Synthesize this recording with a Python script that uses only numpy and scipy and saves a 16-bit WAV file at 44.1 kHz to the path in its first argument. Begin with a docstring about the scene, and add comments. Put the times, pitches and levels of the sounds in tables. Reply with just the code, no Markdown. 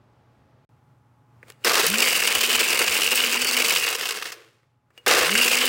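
"""Blender grinding glass

Close up on a kitchen table, a cup blender is clacked onto its switch and grinds broken glass in water.
In each of two bursts the blades labour in the slurry, then a vortex opens: the motor races and shards
batter the plastic wall. Between bursts it coasts down with a few last knocks and the foam settles.
The room hums faintly, and a gain control ducks the loud parts and recovers slowly."""
import sys
import numpy as np
from scipy import signal
from scipy.fft import rfft, irfft
from scipy.io import wavfile
from scipy.ndimage import uniform_filter1d

SR = 44100
rng = np.random.default_rng(int(sys.argv[2]) if len(sys.argv) > 2 else 0)


def to_wav(s):
    """Save 16-bit WAV."""
    ch = np.atleast_2d(s).T  # columns
    pcm = np.round(np.clip(ch, -1, 1) * 32767)  # PCM
    wavfile.write(sys.argv[1], SR, pcm.astype(np.int16))


N = 250488
TIME = np.arange(N) / SR
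DUCK_DB = 8.5  # deepest cut of the gain control
COAST_S, STOP_S = 0.75, 0.11  # blades let go: time to rest, final fade

# the biggest shards hit by the blades: time_s, level_db, brightness, decay_s
BIG_SHARDS = [(1.646, -12, 7, 0.0046), (1.694, -10, 1, 0.0025), (1.865, -11.5, 15, 0.0034),
              (1.901, -4, 23, 0.00088), (1.9384, -12.5, -31, 0.006), (2.273, -5.5, -5, 0.0026),
              (2.302, -22, -2, 0.0032), (2.35, -10.5, 2, 0.0054), (2.407, -14.5, 5, 0.008),
              (2.604, -15.5, 0, 0.0089), (2.7906, -8, 1, 0.0036), (2.815, -12.5, -14, 0.0068),
              (2.878, -5.5, -15, 0.0031), (3.1544, -16, 19, 0.0061), (3.2017, -5, -13, 0.0028),
              (3.236, -6, -22, 0.0023), (3.368, -9, -23, 0.0018), (3.5655, -8.5, -10, 0.0035),
              (3.759, -9.5, -7, 0.0044), (3.823, -16, -14, .002), (3.847, -15, -28, 0.0025),
              (3.877, -15.5, -22, 0.005), (3.9496, -13, -6, 0.0026), (4.0088, -20, -18, 0.0044),
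              (4.054, -21, -2, 0.01), (4.0874, -21, 3, 0.0097), (4.1072, -15.5, 1, 0.0033),
              (4.223, -20.5, -20, 0.0045), (4.254, -26, -11, 0.0092), (4.319, -30.5, -1, 0.011),
              (5.0625, -13, -5, 0.0043), (5.0764, -20, 16, .01), (5.292, -11.5, -22, 0.0038),
              (5.3526, -4.5, -39, 0.0018), (5.411, -9, -12, 0.0032), (5.53, -9, -18, 0.0056),
              (5.5664, -15, -12, 0.003), (5.612, -12.5, -17, 0.0071), (5.656, -5, 19, 0.0011)]
# the vortex gulps air: time_s, thump_db
AIR_GULPS = [(1.913, -44.5), (2.375, -43), (2.579, -49), (2.903, -43), (3.088, -50), (3.438, -48),
             (5.218, -43)]
# bursts of the motor: on_s, vortex_opens_s, let_go_s, free_speed_hz, flooded_thrash_db
BURSTS = [(1.646, 1.842, 3.626, 250.4, -25), (5.065, 5.242, 6, 254.2, -22)]


def undb(db):
    """Decibels to gain."""
    return np.exp(np.asarray(db) * np.log(10) / 20)


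def unit(x):
    """Scale to rms 1."""
    return x / np.sqrt(np.mean(x ** 2))


def even(x, size=3500):
    """Hold the slow level at 1 and keep the fast bursts."""
    return x / np.sqrt(uniform_filter1d(x ** 2, size) + 1e-9)


def ramp(x, span):
    """Rise from 0 to 1 as x goes from 0 to span."""
    return np.clip(x / span, 0, 1)


def bump(at_s, length_s):
    """A smooth swell of height 1."""
    return np.exp(-((TIME - at_s) / length_s) ** 2)


def walk(rate_hz, size=4096):
    """Random drift with a spread near 1."""
    return 1.5 * np.interp(TIME * rate_hz, np.arange(size), rng.standard_normal(size))


def grains(spread_db):
    """Dense tiny clicks: plain hiss at zero spread, grittier as it grows."""
    sizes = np.minimum(rng.exponential(size=N), 5)
    return unit(rng.standard_normal(N) * undb(spread_db * sizes))


def colour(x, points, size=4096):
    """Minimum-phase EQ of unit energy; the (freq_hz, gain_db) points set only its shape."""
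    hz, db = np.transpose(points)
    grid = np.maximum(np.fft.rfftfreq(size, 1 / SR), 1)
    cepstrum = irfft(np.log(undb(np.interp(np.log(grid), np.log(hz), db))))
    cepstrum[1:size // 2] *= 2
    cepstrum[size // 2 + 1:] = 0
    response = irfft(np.exp(rfft(cepstrum)))
    return signal.oaconvolve(x, response / np.linalg.norm(response))[:N]


def resonance(x, hz, width_hz):
    """One damped mode, gain 1 at its centre."""
    return signal.lfilter(*signal.iirpeak(hz, width_hz, fs=SR), x)


def room_tone():
    """Soft ventilation and a beating hum; the bed drops out for an instant and returns a little duller."""
    # ventilation EQ: freq_hz, gain_db
    air_eq = [(20, -25.5), (60, -11.5), (115, 3.5), (170, -7), (260, -9.5), (420, -15), (1200, -14.5),
              (1700, -23.5), (4000, -35), (16000, -44)]
    # steady hum tones: pitch_hz, level_db
    hum_tones = [(118.4, -62.5), (140, -69), (258.4, -74), (839.8, -72.5)]
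    early_eq = [(25, -17), (65, 7), (150, 2), (600, -0.5), (1200, -6.5), (2500, -16), (5000, -23.5),
                (16000, -53)]
    air = colour(rng.standard_normal(N), air_eq) * undb(-61.5 + 0.59 * walk(11))
    early_air = colour(rng.standard_normal(N), early_eq)
    hum = sum(np.sqrt(2) * undb(db + .6 * walk(5)) * np.sin(2 * np.pi * hz * TIME + .15 * walk(6.7))
              for hz, db in hum_tones)
    opening = undb(-3) * air + undb(-2) * hum + undb(-63.5) * early_air
    return (TIME < .65) * opening + (TIME > .692) * (air + hum)


def kitchen(x, t60_s=0.72, wet_db=-18, size=26000):
    """Walls and table add a short, duller tail."""
    t = np.arange(size) / SR
    tail = rng.standard_normal(size) * np.exp(-np.log(1000) * t / t60_s) * (t > .004)
    tail = signal.lfilter(*signal.butter(1, 7000, fs=SR), tail / np.linalg.norm(tail))
    return x + undb(wet_db) * signal.fftconvolve(x, tail)[:N]


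# bright crack of a hard contact, glass or plastic: freq_hz, gain_db
CRACK_EQ = [(150, -40.5), (400, -13), (800, -11), (1300, -1.5), (2600, 6), (3600, 4.5), (5000, 2.5),
            (6000, -1), (8000, 2.5), (12000, -7.5), (15500, -1.5)]


def handling():
    """The cup is pressed and let go: soft contacts knock dully, hard ones crack, and the wall rings."""
    # the cup slides against its seat: peak_s, level_db, rise_and_fall_s
    scrapes = [(1.44, -70.5, .05), (1.497, -47.5, 0.02), (1.645, -49, 0.023), (4.98, -49.5, 0.03),
               (5.06, -50, 0.028)]
    # the cup clacks in its base: start_s, level_db, hardness (0-1), decay_s, wall_ring_db
    clacks = [(1.429, -38, 0.05, .0046, -20), (1.482, -39, 0.68, .003, -14.5),
              (1.501, -24.5, 0.7, .002, -13), (1.511, -43, .8, .002, -3), (1.521, -39, .9, .002, 6),
              (1.64, -34, 1, .0082, 18), (4.63, -56, .16, .01, -18), (4.904, -44.5, 0.14, .0046, -6),
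              (4.977, -27.5, 0.68, 0.0042, 16)]
    # dull knock of the plastic base: freq_hz, gain_db
    knock_eq = [(100, -27), (300, 0), (500, 8.5), (800, -3), (1400, 2), (2300, 4), (3500, -34),
                (8000, -34.5), (16000, -42.5)]
    sliding = sum(undb(db) * np.exp(-np.abs(TIME - s) / slope_s) for s, db, slope_s in scrapes)
    scrape = grains(spread_db=0) * sliding
    soft, hard, wall = undb(-2) * scrape, undb(0.5) * scrape, undb(-5) * scrape
    for s, db, hardness, decay_s, ring_db in clacks:
        clack = undb(db) * (TIME >= s) * np.exp(-np.abs(TIME - s) / decay_s) * rng.standard_normal(N)
        soft += np.sqrt(1 - hardness) * clack
        hard += np.sqrt(hardness) * clack
        wall += undb(ring_db) * clack
    ring = resonance(wall, 2860, 110) + undb(-4) * resonance(wall, 484, 120)
    return colour(soft, knock_eq) + undb(-7) * colour(hard, CRACK_EQ) + undb(11) * ring


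def foam(level_db=-49, fade_db_per_s=-100):
    """Bubbles fizz and die away as the blades come to rest after the first burst."""
    # fizz in the cup: freq_hz, gain_db
    fizz_eq = [(88, -52), (150, -24), (286, -36), (315, -3.5), (466, -0.5), (837, -20), (1170, -9),
               (2140, -10), (16000, -33)]
    age = TIME - (BURSTS[0][2] + COAST_S)
    envelope = ramp(age + STOP_S, STOP_S) * undb(level_db + fade_db_per_s * np.maximum(age, 0))
    return colour(grains(spread_db=4.5), fizz_eq) * envelope


def gulps(work, flood, top_hz=130, low_hz=45, thump_s=.012):
    """Big air pockets collapse in the open vortex with a soft falling thump, over a faint rumble."""
    thumps = np.zeros(N)
    for s, db in AIR_GULPS:
        near = np.abs(TIME - s) < .06
        age = (TIME[near] - s) / thump_s
        hz = low_hz + (top_hz - low_hz) * (1 - np.tanh(age)) / 2
        thumps[near] += undb(db) * np.exp(-age ** 2 / 2) * np.sin(2 * np.pi * np.cumsum(hz) / SR)
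    rumble = colour(rng.standard_normal(N), [(15, -1.5), (60, -10), (130, 1), (300, -25.5), (2000, -75)])
    return thumps + undb(-54.5 + 3 * walk(24)) * rumble * work * (1 - flood) ** 2


def churning(blows, stir):
    """Water thrashes against the cup, jolted by the blows on the glass."""
    # body of the churning water: freq_hz, gain_db
    water_eq = [(80, -39), (170, -16.5), (300, -8), (420, 0), (490, 1.5), (600, -4), (800, -8),
                (1200, -3.5), (1700, -5.5), (3000, -10.5), (8000, -35)]
    turbulence = grains(spread_db=3) * undb(3 * walk(70))
    return colour(undb(-1) * turbulence + undb(-5.5) * blows, water_eq) * stir


def motor(shaft_hz, shake):
    """Unbalance sounds once a turn, the blades twice; glass jogs the speed."""
    phase = 2 * np.pi * np.cumsum(shaft_hz * (1 + 0.021 * walk(60))) / SR
    tone = undb(0.5) * np.sin(phase) + undb(-9 + 3.5 * walk(30)) * np.sin(2 * phase)
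    return np.sqrt(2) * tone * undb(1.07 * walk(40)) * shake


def blades(labour_hz=130, full_force_hz=181, spin_up_s=.19, slowing_s=.37, drain_s=.11, refill_s=.71):
    """Control curves: the blades labour under water, open a vortex, race, and coast when let go."""
    # slurry slumps onto the blades and drags the motor down: time_s, half_length_s, speed_lost_hz
    slumps = [(2.222, .11, 50), (2.921, 0.14, 49), (3.471, .03, 9.7), (5.508, 0.11, 11.8)]
    # the base passes the shaft tone best at full speed: shaft_hz, gain_db
    mount = [(70, -83), (115, -65.5), (175, -52), (215, -53), (238, -47.5), (247, -40.5), (260, -35.5)]
    bursts = np.array(BURSTS)
    current = np.maximum(np.searchsorted(bursts[:, 0], TIME) - 1, 0)
    on, opens, off, free_hz, thrash_db = bursts[current].T
    drag_hz = sum(lost_hz / (1 + ((TIME - s) / half_s) ** 2) for s, half_s, lost_hz in slumps)
    spin = np.sin(np.pi / 2 * ramp(TIME - opens, spin_up_s))
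    slowing = np.exp(-np.maximum(TIME - off, 0) / slowing_s)
    shaft_hz = (labour_hz + (free_hz - drag_hz - labour_hz) * spin) * slowing
    turning = ramp(TIME - on, 0.0063) * ramp(off + COAST_S - TIME, STOP_S)

    settling = ramp(TIME - off, refill_s)  # coasting, water returns and the glass sinks away
    covered = (1 - .73 * ramp(TIME - on, opens - on)) * (1 - ramp(TIME - opens, drain_s))
    flood = np.clip(covered + .6 * settling, .03, .97)  # share of the blades under water
    packing = .7 + .3 * bump(on, .6) - .45 * settling  # the tight heap loosens as it is stirred

    flung_db = -3.5 * bump(opens + .065, .06)  # the vortex flings the glass clear
    fallback_db = 2 * bump(opens + .2, .052)  # it lands back on the racing blades
    starved_db = -2 * sum(bump(s, .015) for s, _ in AIR_GULPS)  # each gulp leaves nothing to hit
    weakening = np.where(TIME > off, np.minimum(shaft_hz / full_force_hz, 1), 1)
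    force = turning * undb(flung_db + starved_db + fallback_db) * weakening
    work = force * undb(-20.5)  # drive on the glass
    # the cracks dull for a while late in the first burst, and soften as the blades slow
    crisp = undb(-2.5 * bump(3.32, .19) - 5.5 * ramp(labour_hz - shaft_hz, labour_hz))

    opened = ramp(TIME - opens, .02)
    heave_db = 2.5 * bump(opens - .02, .025)  # the water heaves just before the vortex opens
    swirl_db = -30.5 - 2 * (np.minimum(TIME, off) - opens)  # softer as it froths
    stir = force * undb((1 - opened) * (thrash_db + heave_db) + opened * swirl_db)

    surge = undb(-34) * bump(opens + .1, .053)  # the forming vortex loads the shaft unevenly
    shake = turning * (undb(np.interp(shaft_hz, *np.transpose(mount))) + surge)
    return shaft_hz, flood, packing, work, crisp, stir, shake


def cup(x, wander_db=1.1, size=2048):
    """The plastic cup rings in its damped modes; their shares wander with the place that is hit."""
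    # modes of the cup: pitch_hz, width_hz, level_db
    wall_modes = [(500, 46, -13), (1556, 96, -13.5), (2261, 183, 3.5), (2490, 230, 2.5), (2823, 174, 6),
                  (3000, 152, 4), (3540, 14, -11.5), (4440, 160, -8.5)]
    # the highest mode sings out while shards skim the wall: time_s, length_s, boost_db
    skims = [(2.035, 0.08, 10.5), (3.49, 0.083, 13.5), (5.433, 0.033, 8)]
    t = np.arange(size) / SR
    modes = [(-1) ** k * undb(db) * width * np.exp(-np.pi * width * t) * np.sin(2 * np.pi * hz * t)
             for k, (hz, width, db) in enumerate(wall_modes)]
    rings = [signal.oaconvolve(x, mode)[:N] * undb(wander_db * walk(14)) for mode in modes]
    skim_db = sum(boost_db * bump(s, length_s) for s, length_s, boost_db in skims)
    return (sum(rings[:-1]) + undb(skim_db) * rings[-1]) / np.linalg.norm(sum(modes))


def crunches(times, gains, decays_s, tilts_db, patchy_db, rise_s, size=1024, bands=24):
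    """Each fracture is a short noise burst with its own tilt per octave and its own ringing bands."""
    t, hz = np.arange(size) / SR, np.fft.rfftfreq(size, 1 / SR)
    draws = rng.standard_normal((len(times), size + bands))
    envelopes = (1 - np.exp(-t / rise_s)) * np.exp(-(t / np.maximum(decays_s, .0003)[:, None]) ** 1.2)
    octaves = np.log2(np.maximum(hz, 1500) / 3000)
    out = np.zeros(N + 2 * size)
    for s, gain, tilt_db, envelope, noise in zip(times, gains, tilts_db, envelopes, draws):
        patches = np.interp(np.sqrt(hz / hz[-1]), np.linspace(0, 1, bands), noise[size:])
        burst = irfft(rfft(noise[:size]) * undb(tilt_db * octaves + patchy_db * patches))
        start = int(np.clip(s * SR, 0, N))
        out[start:start + size] += gain * envelope * burst
    return out[:N]


def splinters(per_s=70, snap_s=0.00043, size=64):
    """Splinters snap off with lone, very short bright ticks over a hiss of spray."""
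    ticks = rng.random(N) < per_s / SR
    envelope = np.convolve(ticks, np.exp(-np.arange(size) / SR / snap_s))[:N]
    spray = (unit(envelope) + undb(-6.5)) * rng.standard_normal(N)
    return colour(spray, [(1000, -25.5), (4000, 1.5), (8000, 1), (12000, -5), (15500, -5.5)])


def crumbs(count=1100):
    """Small bits of glass pepper the blades at random, in a steady crackle."""
    times = rng.random(count) * N / SR
    size, length, tilt = rng.standard_normal((count, 3)).T
    gains = undb(2.6 * np.minimum(size, 1.6))
    decays_s = 0.0017 * np.exp(.5 * length)
    return even(crunches(times, gains, decays_s, 2.1 * tilt, patchy_db=-1.5, rise_s=0.00016))


def chips(per_s=24, count=160):
    """Middling shards meet the blades at loosely even intervals."""
    size, length, tilt = rng.standard_normal((count, 3)).T
    times = (np.arange(count) + rng.random(count)) / per_s
    decays_s = 0.002 * np.exp(.35 * length)
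    return crunches(times, undb(5 + 3.5 * size), decays_s, 0.87 * tilt - 1.35, patchy_db=.6, rise_s=.0016)


def big_shards(jam_s=.009, jam_db=-3.2):
    """A big shard holds the small glass off the blades, then cracks through: the cracks and that dip."""
    times, db, brightness, decays_s = np.transpose(BIG_SHARDS)
    cracks = crunches(times, undb(db), decays_s, 0.23 * (brightness + 5), patchy_db=1.5, rise_s=.0013)
    return cracks, undb(jam_db * sum(bump(s - jam_s / 2, jam_s) for s in times))


def grinding(blows, work, flood, packing, crisp):
    """Glass cracks on the blades and knocks on the cup; packed grit rasps, and water damps the wall."""
    # glass heard through the slurry: freq_hz, gain_db
    slurry_eq = [(59, -56.5), (100, -24), (295, -17.5), (461, 0.5), (583, -22), (705, -5.5), (910, -8.5),
                 (1100, -2), (2000, -3), (2580, 0), (3320, -7), (4980, -4.5), (11600, -20), (15000, -17),
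                 (16000, -26)]
    grit = grains(spread_db=0.5) * undb(2.96 * walk(160)) * undb(-10.5 + 6.44 * packing)
    small_glass = undb(-5.5) * blows + grit + chips() * (1 - .75 * flood) * crisp
    cracks, jam_dip = big_shards()
    glass = small_glass * work * jam_dip + cracks
    in_air = undb(-2) * colour(glass, CRACK_EQ) * crisp + undb(-1) * cup(glass) * (1 - flood / 2)
    submerged = undb(2) * colour(glass, slurry_eq)
    sparkle = undb(-10) * splinters() * crisp * work * (1 - flood / 4)
    return np.sqrt(1 - flood) * in_air + np.sqrt(flood) * submerged + sparkle


def scene():
    """The blender and its handling in the kitchen, over the room tone; mono."""
    shaft_hz, flood, packing, work, crisp, stir, shake = blades()
    blows = crumbs()
    glass = grinding(blows, work, flood, packing, crisp)
    blender = glass + churning(blows, stir) + motor(shaft_hz, shake) + gulps(work, flood) + foam()
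    blender *= undb(DUCK_DB)  # driven hot into the gain control
    return (kitchen(blender + handling()) + room_tone())[None]


def record(dry, threshold_db=-26, release_s=2.5, bass_hz=30, top_hz=15900):
    """The mic thins deep bass; gain control ducks fast, recovers slowly; peaks round off, the top is cut."""
    heard = signal.lfilter(*signal.butter(2, bass_hz, "high", fs=SR), dry)
    loudness = np.sqrt(np.abs(uniform_filter1d(heard[0] ** 2, size=128)) + 1e-12)
    release = np.exp(-TIME / release_s)
    held = np.maximum.accumulate(loudness / release) * release
    gain = np.clip(undb(threshold_db) / held, undb(-DUCK_DB), 1)
    rounded = .6 * np.tanh(heard * gain / .6)
    return signal.sosfilt(signal.ellip(10, .2, 70, top_hz, fs=SR, output="sos"), rounded)


dry = scene()
out = record(dry)
to_wav(out)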